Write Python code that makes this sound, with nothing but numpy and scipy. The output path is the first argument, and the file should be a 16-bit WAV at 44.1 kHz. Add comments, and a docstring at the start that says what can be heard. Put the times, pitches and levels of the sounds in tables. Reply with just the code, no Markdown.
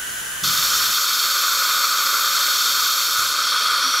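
"""Teeth are cleaned with an air-powder handpiece in a small clinic.
At first a suction tube hisses from across the room, wide, over a low hum.
Then the jet sets in, close and centred, with a soft thump, and the distant sound soon stops.
The jet hisses through the resonances of mouth and nozzle while the suction roars and flutters beside it.
Near the end the nozzle is drawn back: the highest sizzle sinks and fades, and airy whistles come in."""
import sys
import numpy as np
from scipy import signal
from scipy.fft import rfft, irfft
from scipy.io import wavfile
from scipy.ndimage import map_coordinates

SR = 44100
rng = np.random.default_rng(int(sys.argv[2]) if len(sys.argv) > 2 else 0)


def to_wav(s):
    """Save 16-bit WAV."""
    ch = np.atleast_2d(s).T  # columns
    pcm = np.round(np.clip(ch, -1, 1) * 32767)  # PCM
    wavfile.write(sys.argv[1], SR, pcm.astype(np.int16))


N = 176400
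T = np.arange(N) / SR
HZ = np.maximum(np.arange(N // 2 + 1) * SR / N, 1)

# How each close sound swells and fades, before its own gain is added: t/s, level/dB
HISS_LEVEL = [(.45, -22), (.56, -23.5), (.63, -22.7), (1.0, -22.5), (1.7, -23), (2.2, -23.5), (2.4, -21.5),
              (2.95, -22.5), (3.3, -24), (3.52, -23), (4, -24.5)]
SPRAY_LEVEL = [(.45, -28.5), (.65, -27.5), (1.1, -28.5), (1.5, -27.5), (1.85, -29), (2.3, -28.5),
               (2.45, -27.5), (3.0, -28.4), (3.22, -29), (3.55, -34.5), (4, -36)]
SIZZLE_LEVEL = [(.45, -28), (.7, -28.5), (1.0, -28.5), (1.4, -29.5), (1.85, -30), (2.1, -29.5),
                (2.7, -29.5), (3.0, -29), (3.15, -29.5), (3.3, -33), (3.42, -55), (4, -50)]
ROAR_LEVEL = [(.45, -30.5), (.7, -26.5), (1.0, -26.5), (1.15, -26.5), (1.4, -24.5), (1.8, -23.5),
              (1.95, -24.5), (2.1, -22.7), (2.45, -24.5), (2.8, -25.5), (2.98, -26), (3.1, -27),
              (3.22, -25), (3.3, -26), (3.6, -23.5), (3.85, -23), (3.92, -25.5), (4, -21.5)]

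# The colour of each noise, or how strong its low and high parts are: f/Hz, relative level/dB
HISS_COLOUR = [(900, -33), (1800, -17.5), (2500, -4.5), (2900, -11.5), (3150, 0.5), (3800, 1), (4050, -2),
               (4450, 2), (4830, -4.5), (5400, 1.5), (5850, 1), (6200, -13.5), (8000, -10.5), (11000, -18)]
SPRAY_COLOUR = [(4500, -24.5), (5900, -3.5), (6400, 0.5), (7000, -0.5), (7500, 0.5), (8000, -4),
                (8300, -12), (9300, -11), (10000, -9), (10500, -16.5), (11200, -9), (12300, -9.5),
                (15500, -11)]
SIZZLE_COLOUR = [(9000, -29.5), (10600, -9), (11200, -1.5), (12000, -8), (12500, 1), (13200, -0.5),
                 (14250, -1), (14700, -16), (15600, -9.5)]
ROAR_COLOUR = [(100, -49), (280, -27), (400, -25.5), (550, -19), (680, -24.5), (790, -31.5), (900, -21),
               (1030, -12.5), (1110, -8), (1180, -1.5), (1300, -0.5), (1490, -3), (1570, -8.5),
               (1640, -14.5), (1730, -13.5), (1860, -20), (2350, -16), (2900, -27.5), (6000, -35)]
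PUFF_COLOUR = [(50, -30), (100, -1), (160, 0), (270, -6), (400, -16), (800, -37)]
RUMBLE_COLOUR = [(20, -46), (32, -30), (45, -11), (58, 6), (75, -5), (105, 0), (170, -1), (300, -8),
                 (700, -26)]

# Resonances, the pitches at which each noise rings: f/Hz, width/Hz, lift/dB
HISS_PEAKS = [(3275, 51, 4.8), (3600, 99, 7.2), (3720, 93, 2), (4297, 213, 6.4), (4515, 130, 8),
              (5054, 59, 7.8), (5280, 59, 4.7), (5780, 120, 1.3)]
SPRAY_PEAKS = [(6560, 220, 5.5), (7200, 120, 1.4), (7470, 120, 1.8), (7680, 50, 3), (9860, 270, 3.7)]
SIZZLE_PEAKS = [(12400, 220, 4)]
ROAR_PEAKS = [(1203, 89, 1.6), (1315, 59, 0.81), (1455, 130, 1.9), (2048, 29, 7.3), (2210, 22, 7.2),
              (2405, 54, 5.3)]
FAR_PEAKS = [(1530, 210, 9.5), (1920, 74, 5.9), (3030, 280, 9.5), (5860, 220, 2.8)]

# Airy whistles of the moving nozzle: start/s, start of fade/s, f/Hz, width/Hz, level/dB
WHISTLES = [(3.3, 4.1, 11550, 500, -39.5), (3.42, 4.1, 9670, 430, -41), (3.42, 4.1, 3320, 240, -31.5),
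            (3.4, 4.1, 4450, 310, -32), (3.78, 4.1, 5700, 450, -28), (0.55, .85, 5500, 800, -30.5)]
# Soft thumps: t/s, base f/Hz, base level/dB, base time to die away by 60 dB/s
THUMPS = [(.425, 162, -29.5, 0.17), (3.18, 101.4, -44, 0.14)]
# The low notes in a thump, compared with its base values: pitch ratio, level/dB, ring time ratio
THUMP_NOTES = [(.9, -0.5, 3.3), (1.1, 4.5, 0.6), (1.55, -7.5, 1.1)]
# The middle of the opening hiss, the part that left and right share: f/Hz, relative level/dB
OPENING_MIDDLE = [(200, -20.5), (420, -14.5), (800, -16), (1300, -7), (1750, -5), (2200, -11.5),
                  (2700, -10.5), (3300, -10), (4400, -13), (5500, -12), (7000, -6), (8300, -14),
                  (10000, -9.5), (11200, -9.5), (12300, -14), (13500, -21), (15500, -13)]
# Side level of the opening hiss, rumble and puff, with two treble bands where the middle thins
# and the sides remain: f/Hz, level/dB compared with the middle
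OPENING_SIDE = [(60, -8), (130, -13), (220, -7), (400, -1), (700, 1.5), (1300, -1), (2400, -2), (4400, -8),
                (7000, -3), (8600, 10.5), (11000, -9.5), (13500, -1), (15000, -4)]

JET_ON_S, JET_RISE_S = 0.432, 0.0063
FAR_END_S, FAR_FADE_S = 0.929, 0.022


def jet(hiss_db=0.75, spray_db=1.54, sizzle_db=0.5):
    """The uneven flow of powder shakes a hiss in the mouth, a bright spray and a sizzle at the teeth."""
    flow = drift(53)
    hiss_gain = from_db(hiss_db + in_time(HISS_LEVEL) + 0.46 * flow)
    hiss = air(HISS_COLOUR, HISS_PEAKS, ripple_db=1.3)
    spray_gain = from_db(spray_db + in_time(SPRAY_LEVEL) + 0.27 * flow)
    spray = hand_sway(air(SPRAY_COLOUR, SPRAY_PEAKS, ripple_db=1.0))
    sizzle_gain = from_db(sizzle_db + in_time(SIZZLE_LEVEL) + 0.4 * flow + 0.51 * drift(40))
    sizzle = hand_sway(air(SIZZLE_COLOUR, SIZZLE_PEAKS, ripple_db=1.3))
    return hiss_gain * hiss + spray_gain * spray + draw_back(sizzle_gain * sizzle)


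def hand_sway(sound, delay_s=0.0012, sway_s=0.00006, hand_hz=1.3, echo_gain=0.2):
    """A short echo near the nozzle shifts as the hand moves, so the colour of the treble wanders."""
    position = (T - delay_s - sway_s * drift(hand_hz)) * SR
    echo = map_coordinates(sound[0], [position], mode="wrap")
    return rms_one(sound + echo_gain * echo)


def draw_back(sizzle, start_s=3.0, length_s=0.26, drop_hz=1320):
    """The pitch of the sizzle sinks as the nozzle leaves the teeth."""
    cycles = np.cumsum(drop_hz * ramp(start_s, length_s)) / SR
    # slide every frequency down by the same amount
    return np.real(signal.hilbert(sizzle) * np.exp(-2j * np.pi * cycles))


def whistles(fade_s=0.049):
    """Narrow bands of the jet's noise swell as the nozzle moves."""
    out = np.zeros(N)
    for start, end, hz, width, db in WHISTLES:
        band = noise_band(hz, width / 2)
        out += from_db(db) * band * ramp(start, fade_s) * (1 - ramp(end, fade_s))
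    return out


def suction(gain_db=0.5, flutter_db=1.28, flutter_hz=60):
    """A hollow roar that flutters as water is drawn in with the air."""
    gain = from_db(gain_db + in_time(ROAR_LEVEL) + flutter_db * drift(flutter_hz))
    return gain * air(ROAR_COLOUR, ROAR_PEAKS, ripple_db=1.0)


def far_suction(level_db=-27.5):
    """Air rushes into the suction tube, heard from across the room."""
    gain = from_db(level_db + 0.32 * drift(15))
    return gain * air(OPENING_MIDDLE, FAR_PEAKS, ripple_db=2.2, wide=True)


def thumps(rise_s=0.015, puff_db=-4.5, puff_decay_s=0.56):
    """Two dull thumps, each a puff of noise and a few low notes that die away."""
    out = np.zeros((2, N))
    for start, hz, db, ring_s in THUMPS:
        age = np.maximum(T - start, 0)
        thump = from_db(puff_db - 60 * age / puff_decay_s) * air(PUFF_COLOUR, wide=start < FAR_END_S)
        for pitch_ratio, note_db, ring_ratio in THUMP_NOTES:
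            fade = from_db(note_db - 60 * age / (ring_s * ring_ratio))
            thump += fade * np.sin(2 * np.pi * hz * pitch_ratio * age)
        out += from_db(db) * ramp(start, rise_s) * thump
    return out


def faint_tone(peak_s=3.87, swell_s=0.033, hz=266, level_db=-39):
    """A brief low tone comes and goes under the hiss."""
    swell = np.exp(-((T - peak_s) / swell_s) ** 2)
    return from_db(level_db) * swell * np.sin(2 * np.pi * hz * T)


def room(wide, hum_hz=59, relative_hum_db=-10):
    """The clinic's low rumble, with a weaker hum from the mains power."""
    hum = np.sqrt(2) * np.sin(2 * np.pi * hum_hz * T)
    return air(RUMBLE_COLOUR, wide=wide) + from_db(relative_hum_db) * hum


def air(colour, peaks=(), ripple_db=0, wide=False):
    """The noise of swirling air, shaped by a colour, resonances and the fine ripple that echoes add."""
    db = at_hz(colour)
    for hz, width, lift_db in peaks:
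        db = db + lift_db / (1 + (2 * (HZ - hz) / width) ** 2)
    ripple = sum(np.cos(2 * np.pi * HZ * delay_s) for delay_s in rng.uniform(0.003, 0.016, 12))
    middle, side = rfft(rng.standard_normal((2, N))) * from_db(db + ripple_db * rms_one(ripple))
    side = side * from_db(at_hz(OPENING_SIDE)) * wide  # with no side, the sound is centred
    return rms_one(irfft(np.array([middle + side, middle - side]), N))


def noise_band(hz, half_width_hz):
    """Noise that is strongest around one frequency."""
    spectrum = rfft(rng.standard_normal(N)) / (1 + ((HZ - hz) / half_width_hz) ** 2)
    return rms_one(irfft(spectrum, N))


def drift(rate_hz):
    """A random wobble of typical size 1, mostly slower than the given rate."""
    return noise_band(0, rate_hz)


def from_db(db):
    """Turn decibels into a factor to multiply by."""
    return 10 ** (np.asarray(db) / 20)


def rms_one(x):
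    """Scale a signal so that its typical size (rms) is 1."""
    return x / np.sqrt(np.mean(x ** 2) + 1e-20)


def in_time(rows):
    """Join rows of t/s, level/dB into a level for every sample."""
    return np.interp(T, *np.transpose(rows))


def at_hz(rows):
    """Join rows of f/Hz, level/dB into a level for every frequency."""
    hz, db = np.transpose(rows)
    return np.interp(np.log(HZ), np.log(hz), db)


def ramp(start_s, length_s):
    """Rise steadily from 0 to 1, then stay there."""
    return np.clip((T - start_s) / length_s, 0, 1)


def scene():
    """The wide, distant sound overlaps the close, centred sound of the tools for half a second."""
    far = far_suction() + from_db(-49.5) * room(wide=True)
    close = jet() + suction() + whistles() + from_db(-62) * room(wide=False)
    far_fade = 1 - ramp(FAR_END_S, FAR_FADE_S)
    close_rise = ramp(JET_ON_S, JET_RISE_S)
    return far_fade * far + close_rise * close + thumps() + faint_tone()


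def record(dry, cutoff_hz=15620):
    """The very highest treble is cut off steeply."""
    return irfft(rfft(dry) / np.sqrt(1 + (HZ / cutoff_hz) ** 400), N)


dry = scene()
out = record(dry)
to_wav(out)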